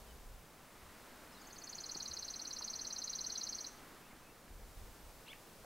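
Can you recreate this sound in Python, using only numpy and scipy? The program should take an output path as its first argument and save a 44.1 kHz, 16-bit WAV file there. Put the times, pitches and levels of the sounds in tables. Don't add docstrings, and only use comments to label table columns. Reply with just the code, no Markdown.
import sys
import numpy as np
from scipy import signal
from scipy.fft import rfft, irfft, next_fast_len
from scipy.io import wavfile
from scipy.ndimage import uniform_filter1d, map_coordinates

SR = 44100
rng = np.random.default_rng(int(sys.argv[2]) if len(sys.argv) > 2 else 0)


def wav_out(sig):
    wavfile.write(sys.argv[1], SR, np.round(np.clip(np.atleast_2d(sig).T, -1, 1) * 32767).astype(np.int16))


N = 249560


def amp(db):
    return 10 ** (np.asarray(db) / 20)


def unit(x):
    return x / np.sqrt(np.mean(x ** 2) + 1e-20)


def along(points, hz):
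    f, values = np.transpose(points)
    return np.interp(np.log(hz + 1), np.log(f + 1), values)


def curves(rows):
    s, *columns = np.transpose(rows)
    return [np.interp(np.arange(N) / SR, s, column) for column in columns]


def filtered(x, response):
    size = next_fast_len(N + SR // 2)
    return irfft(rfft(x, size) * response(np.fft.rfftfreq(size, 1 / SR)), size)[..., :N]


def add(track, s, sound):
    span = track[max(round(s * SR), 0):][:len(sound)]
    span += sound[:len(span)]


def noise(spectrum, likeness):
    turn = lambda hz: np.arccos(np.clip(along(likeness, hz), -1, 1)) / 2
    colour = lambda hz: amp(along(spectrum, hz)) * [np.cos(turn(hz)), np.sin(turn(hz))]
    mid, side = filtered(rng.standard_normal((2, N)), colour)
    return unit(np.array([mid + side, mid - side]))


def whistle(s, hz, db, waver=0.0012):
    t = np.arange(s[0], max(s[-1], s[0] + .005), 1 / SR)
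    drift = unit(uniform_filter1d(rng.standard_normal(len(t)), size=90))
    pitch = uniform_filter1d(np.interp(t, s, hz), size=45) * (1 + waver * drift)
    swell = amp(np.interp(t, s, db)) * signal.windows.tukey(len(t), .15)
    return np.sqrt(2) * swell * np.sin(2 * np.pi * np.cumsum(pitch) / SR)


# f/Hz, relative level/dB
RUSH_SPECTRUM = [(120, -14), (220, 2.5), (300, 0.5), (420, -4.5), (800, -2.5), (1300, -2), (2000, -6.5),
                 (3200, -12.5), (6000, -16.5), (12000, -20)]
DRONE_SPECTRUM = [(100, -3), (250, -7), (480, 0), (700, -4.5), (1100, -7), (2500, -40)]
MURK_SPECTRUM = [(20, 4), (60, -8), (130, -2), (220, -4), (500, -8.5), (1000, -14.5), (2500, -26)]
HISS_SPECTRUM = [(200, 1.5), (2000, 1.5), (5000, 1.4), (9000, -0.42), (15500, -1.6)]
# f/Hz, correlation
AIR_LIKENESS = [(30, 0.95), (150, 0.93), (1000, 1), (3000, 1)]
HISS_LIKENESS = [(2000, 0.78), (8000, 0.69), (14000, 0.34)]
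# relative level/dB of rush, drone, hiss
AMBIENCES = [(-65, -63.5, -65), (-59.5, -69, -68), (-65.5, -65, -65.5)]
# start t/s, length/s
CROSS_FADES = [(0, 0.98), (3.887, .9)]
def ambience(rush_gain_db=1, murk_db=-64, hiss_gain_db=3):
    t = np.arange(N) / SR
    position = sum(np.clip((t - s) / length, 0, 1) for s, length in CROSS_FADES)
    shares = np.maximum(1 - np.abs(position - np.arange(len(AMBIENCES))[:, None]), 0)
    rush_level, drone_level, hiss_level = np.sqrt(amp(AMBIENCES).T ** 2 @ shares ** 2)
    rush = rush_level * amp(rush_gain_db) * noise(RUSH_SPECTRUM, AIR_LIKENESS)
    drone = drone_level * noise(DRONE_SPECTRUM, AIR_LIKENESS)
    murk = amp(murk_db) * noise(MURK_SPECTRUM, AIR_LIKENESS)
    hiss = hiss_level * amp(hiss_gain_db) * noise(HISS_SPECTRUM, HISS_LIKENESS)
    return rush + drone + murk + hiss


# f/Hz, relative level/dB
WIND_SPECTRUM = [(10, -14), (30, 2), (60, -3.5), (100, -11.5), (180, -29), (500, -48)]
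# t/s at full strength, hold/s, relative level/dB
WIND_GUSTS = [(0, .37, -54), (4.51, 0.27, -52.5), (4.79, 0.045, -46.5), (5.04, .05, -54), (5.63, .03, -60)]
def wind(gain_db=-3.5, breeze_db=-68, flutter_db=1.5, flutter_hz=12, attack_s=.05, release_s=0.078):
    t = np.arange(N) / SR
    flutter = map_coordinates(rng.standard_normal(N // 100), [t * flutter_hz])
    power = amp(breeze_db + flutter_db * flutter) ** 2
    for s, hold, db in WIND_GUSTS:
        rise = np.clip(1 + (t - s) / attack_s, 0, 1)
        decay = np.exp(-np.maximum(t - s - hold, 0) / release_s)
        power += (amp(db) * rise * decay) ** 2
    return amp(gain_db) * np.sqrt(power) * noise(WIND_SPECTRUM, AIR_LIKENESS)


# t/s, length/s, start f/Hz, end f/Hz, peak level/dB
FAR_WHISTLES = [(.082, 0.047, 3080, 2950, -69), (1.320, .025, 5100, 5170, -65.5),
                (1.34, 0.043, 3920, 4280, -66), (1.367, 0.026, 3950, 3640, -66),
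                (1.397, 0.052, 5350, 3950, -65), (3.335, .05, 3470, 3400, -66.5),
                (4.044, .035, 2520, 2750, -69), (4.107, 0.013, 2000, 2440, -63),
                (4.242, 0.085, 2530, 2720, -69)]
def far_calls(edge_db=-6):
    track = np.zeros(N)
    course = np.array([0, .4, 1])
    for s, length, from_hz, to_hz, db in FAR_WHISTLES:
        pitch = from_hz + (to_hz - from_hz) * course
        levels = [db + edge_db, db, db + edge_db]
        add(track, s, whistle(s + length * course, pitch, levels, waver=0.0096))
    return track


def scatter(x, t60, width=0.0083, first_echo_s=.004):
    t = np.arange(SR * 3 // 4) / SR
    mid, side = rng.standard_normal((2, len(t))) * amp(-60 * t / t60) * (t > first_echo_s)
    tail = np.array([mid + width * side, mid - width * side]) / np.linalg.norm(mid)
    return signal.fftconvolve(x[None], tail, axes=1)[:, :N]


def forest(x, near_db, far_db):
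    return x + amp(near_db) * scatter(x, t60=.1) + amp(far_db) * scatter(x, t60=0.44)


# t/s, level/dB, centre f/Hz, t60/s
SOFT_BUMPS = [(0.822, -49, 65, 0.21), (0.83, -68, 190, 0.081), (1.955, -48, 259, 0.076),
              (1.957, -49, 880, 0.054), (2.098, -44.5, 50.3, 0.14), (2.098, -56, 204, 0.13),
              (2.609, -43, 940, 0.027), (4.479, -56, 1600, .05), (5.645, -52, 670, 0.085)]
def bumps(attack_s=0.00042):
    track, t = np.zeros(N), np.arange(SR // 4) / SR
    for s, db, hz, t60 in SOFT_BUMPS:
        body = signal.butter(2, [hz * 0.67, hz * 1.37], "band", fs=SR, output="sos")
        puff = unit(signal.sosfilt(body, rng.standard_normal(len(t))))
        envelope = amp(db - 60 * t / t60) * (1 - np.exp(-t / attack_s))
        add(track, s, puff * envelope)
    return track


# t/s, syllable rate/Hz
TRILL_TEMPO = [(1.4, 17.792), (1.98, 18.358), (2.18, 17.666), (2.93, 17.624), (3.3, 17.926), (3.6, 16.877)]
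def syllable_times(start_s=1.3977, syllables=41):
    times = [start_s]
    while len(times) < syllables:
        rate_hz = np.interp(times[-1], *np.transpose(TRILL_TEMPO))
        times.append(times[-1] + 1 / rate_hz)
    return np.array(times)


def notes(times, glide, effort_db, reach, settled_hz, sharp_hz, settle_s=0.2, spread_hz=42, spread_db=0.64):
    track = np.zeros(N)
    s, sweep_hz, shape_db = np.transpose(glide)
    for when in times:
        now = round(when * SR)
        off_pitch, off_level = rng.standard_normal(2)
        centre_hz = settled_hz + sharp_hz * np.exp((times[0] - when) / settle_s) + spread_hz * off_pitch
        stretch = np.where(sweep_hz > 0, reach[now], 1)
        levels = shape_db + effort_db[now] + spread_db * off_level
        add(track, when + s[0], whistle(s, centre_hz + sweep_hz * stretch, levels))
    return track


# t/s, offset f/Hz before stretching, relative level/dB
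FALLING_NOTE = [(-.011, 780, -18), (-.0066, 810, -14), (-.005, 640, -2), (-.0041, 110, -4),
                (-.0025, -40, -.6), (-.0008, -185, -2.7), (.0012, -280, -6.2), (.0033, -500, -16)]
RISING_NOTE = [(-.011, -430, -17), (-.0078, -280, -10.5), (-.0069, -245, -2.4), (-.0045, -45, 1),
               (-.0028, 190, -.7), (-.0002, 335, -5.7), (.0014, 335, -8.3), (.0033, 420, -21)]
# t/s, factor
RISE_REACH = [(1.4, 1.9), (1.8, 2.3), (2.1, 1.7), (2.6, 1.6), (3.5, 1.58), (3.68, 1.95)]
# t/s, relative level/dB of falling notes, of rising notes
TRILL_EFFORT = [(1.4, -69, -66), (1.49, -60, -57), (1.72, -48.5, -49), (1.98, -43, -46), (2.42, -44, -45.5),
                (2.95, -42.2, -42.5), (3.5, -42, -42), (3.68, -45.5, -45.8)]
def trill(rise_lag_s=.0229):
    times = syllable_times()
    fall_reach = np.full(N, 1.062)
    rise_reach, = curves(RISE_REACH)
    fall_db, rise_db = curves(TRILL_EFFORT)
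    falls = notes(times, FALLING_NOTE, fall_db, fall_reach, settled_hz=4317, sharp_hz=400)
    rises = notes(times + rise_lag_s, RISING_NOTE, rise_db, rise_reach, settled_hz=5922, sharp_hz=640)
    return falls + rises


# delay t/s, level/dB
ROCK_ECHOES = [(.004405, 0), (.005057, -5), (.005875, -18), (.008727, -11), (.01503, -14.4),
               (.01665, -13.5), (.020725, -17)]
def rocks(x):
    echoes = lambda hz: sum(amp(db) * np.exp(-2j * np.pi * hz * delay) for delay, db in ROCK_ECHOES)
    return filtered(x, lambda hz: 1 + echoes(hz))


# t/s, f/Hz, level/dB
CHIRP_STROKES = [
    [(5.266, 2560, -59), (5.273, 2780, -63), (5.283, 4200, -59), (5.286, 4500, -66)],
    [(5.276, 1760, -66), (5.285, 2720, -54.5), (5.298, 3350, -58.5), (5.310, 3450, -55.5),
     (5.327, 3520, -68)],
    [(5.296, 2190, -72), (5.313, 2240, -69), (5.319, 2240, -55), (5.325, 2450, -63)],
    [(5.328, 3400, -57), (5.332, 2510, -49), (5.336, 1630, -55.5), (5.340, 1350, -82)],
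]
def chirp():
    track = np.zeros(N)
    for stroke in CHIRP_STROKES:
        s, hz, db = np.transpose(stroke)
        add(track, s[0], whistle(s, hz, db, waver=0.016))
    return track


def scene():
    triller = forest(rocks(trill()), near_db=-18.5, far_db=-9.8)
    far_birds = forest(far_calls(), near_db=-10, far_db=-11)
    near_bird = forest(chirp(), near_db=-6.5, far_db=-14)
    return triller + far_birds + near_bird + bumps() + ambience() + wind()


def record(dry, top_hz=15780):
    return filtered(dry, lambda hz: hz < top_hz)


dry = scene()
out = record(dry)
wav_out(out)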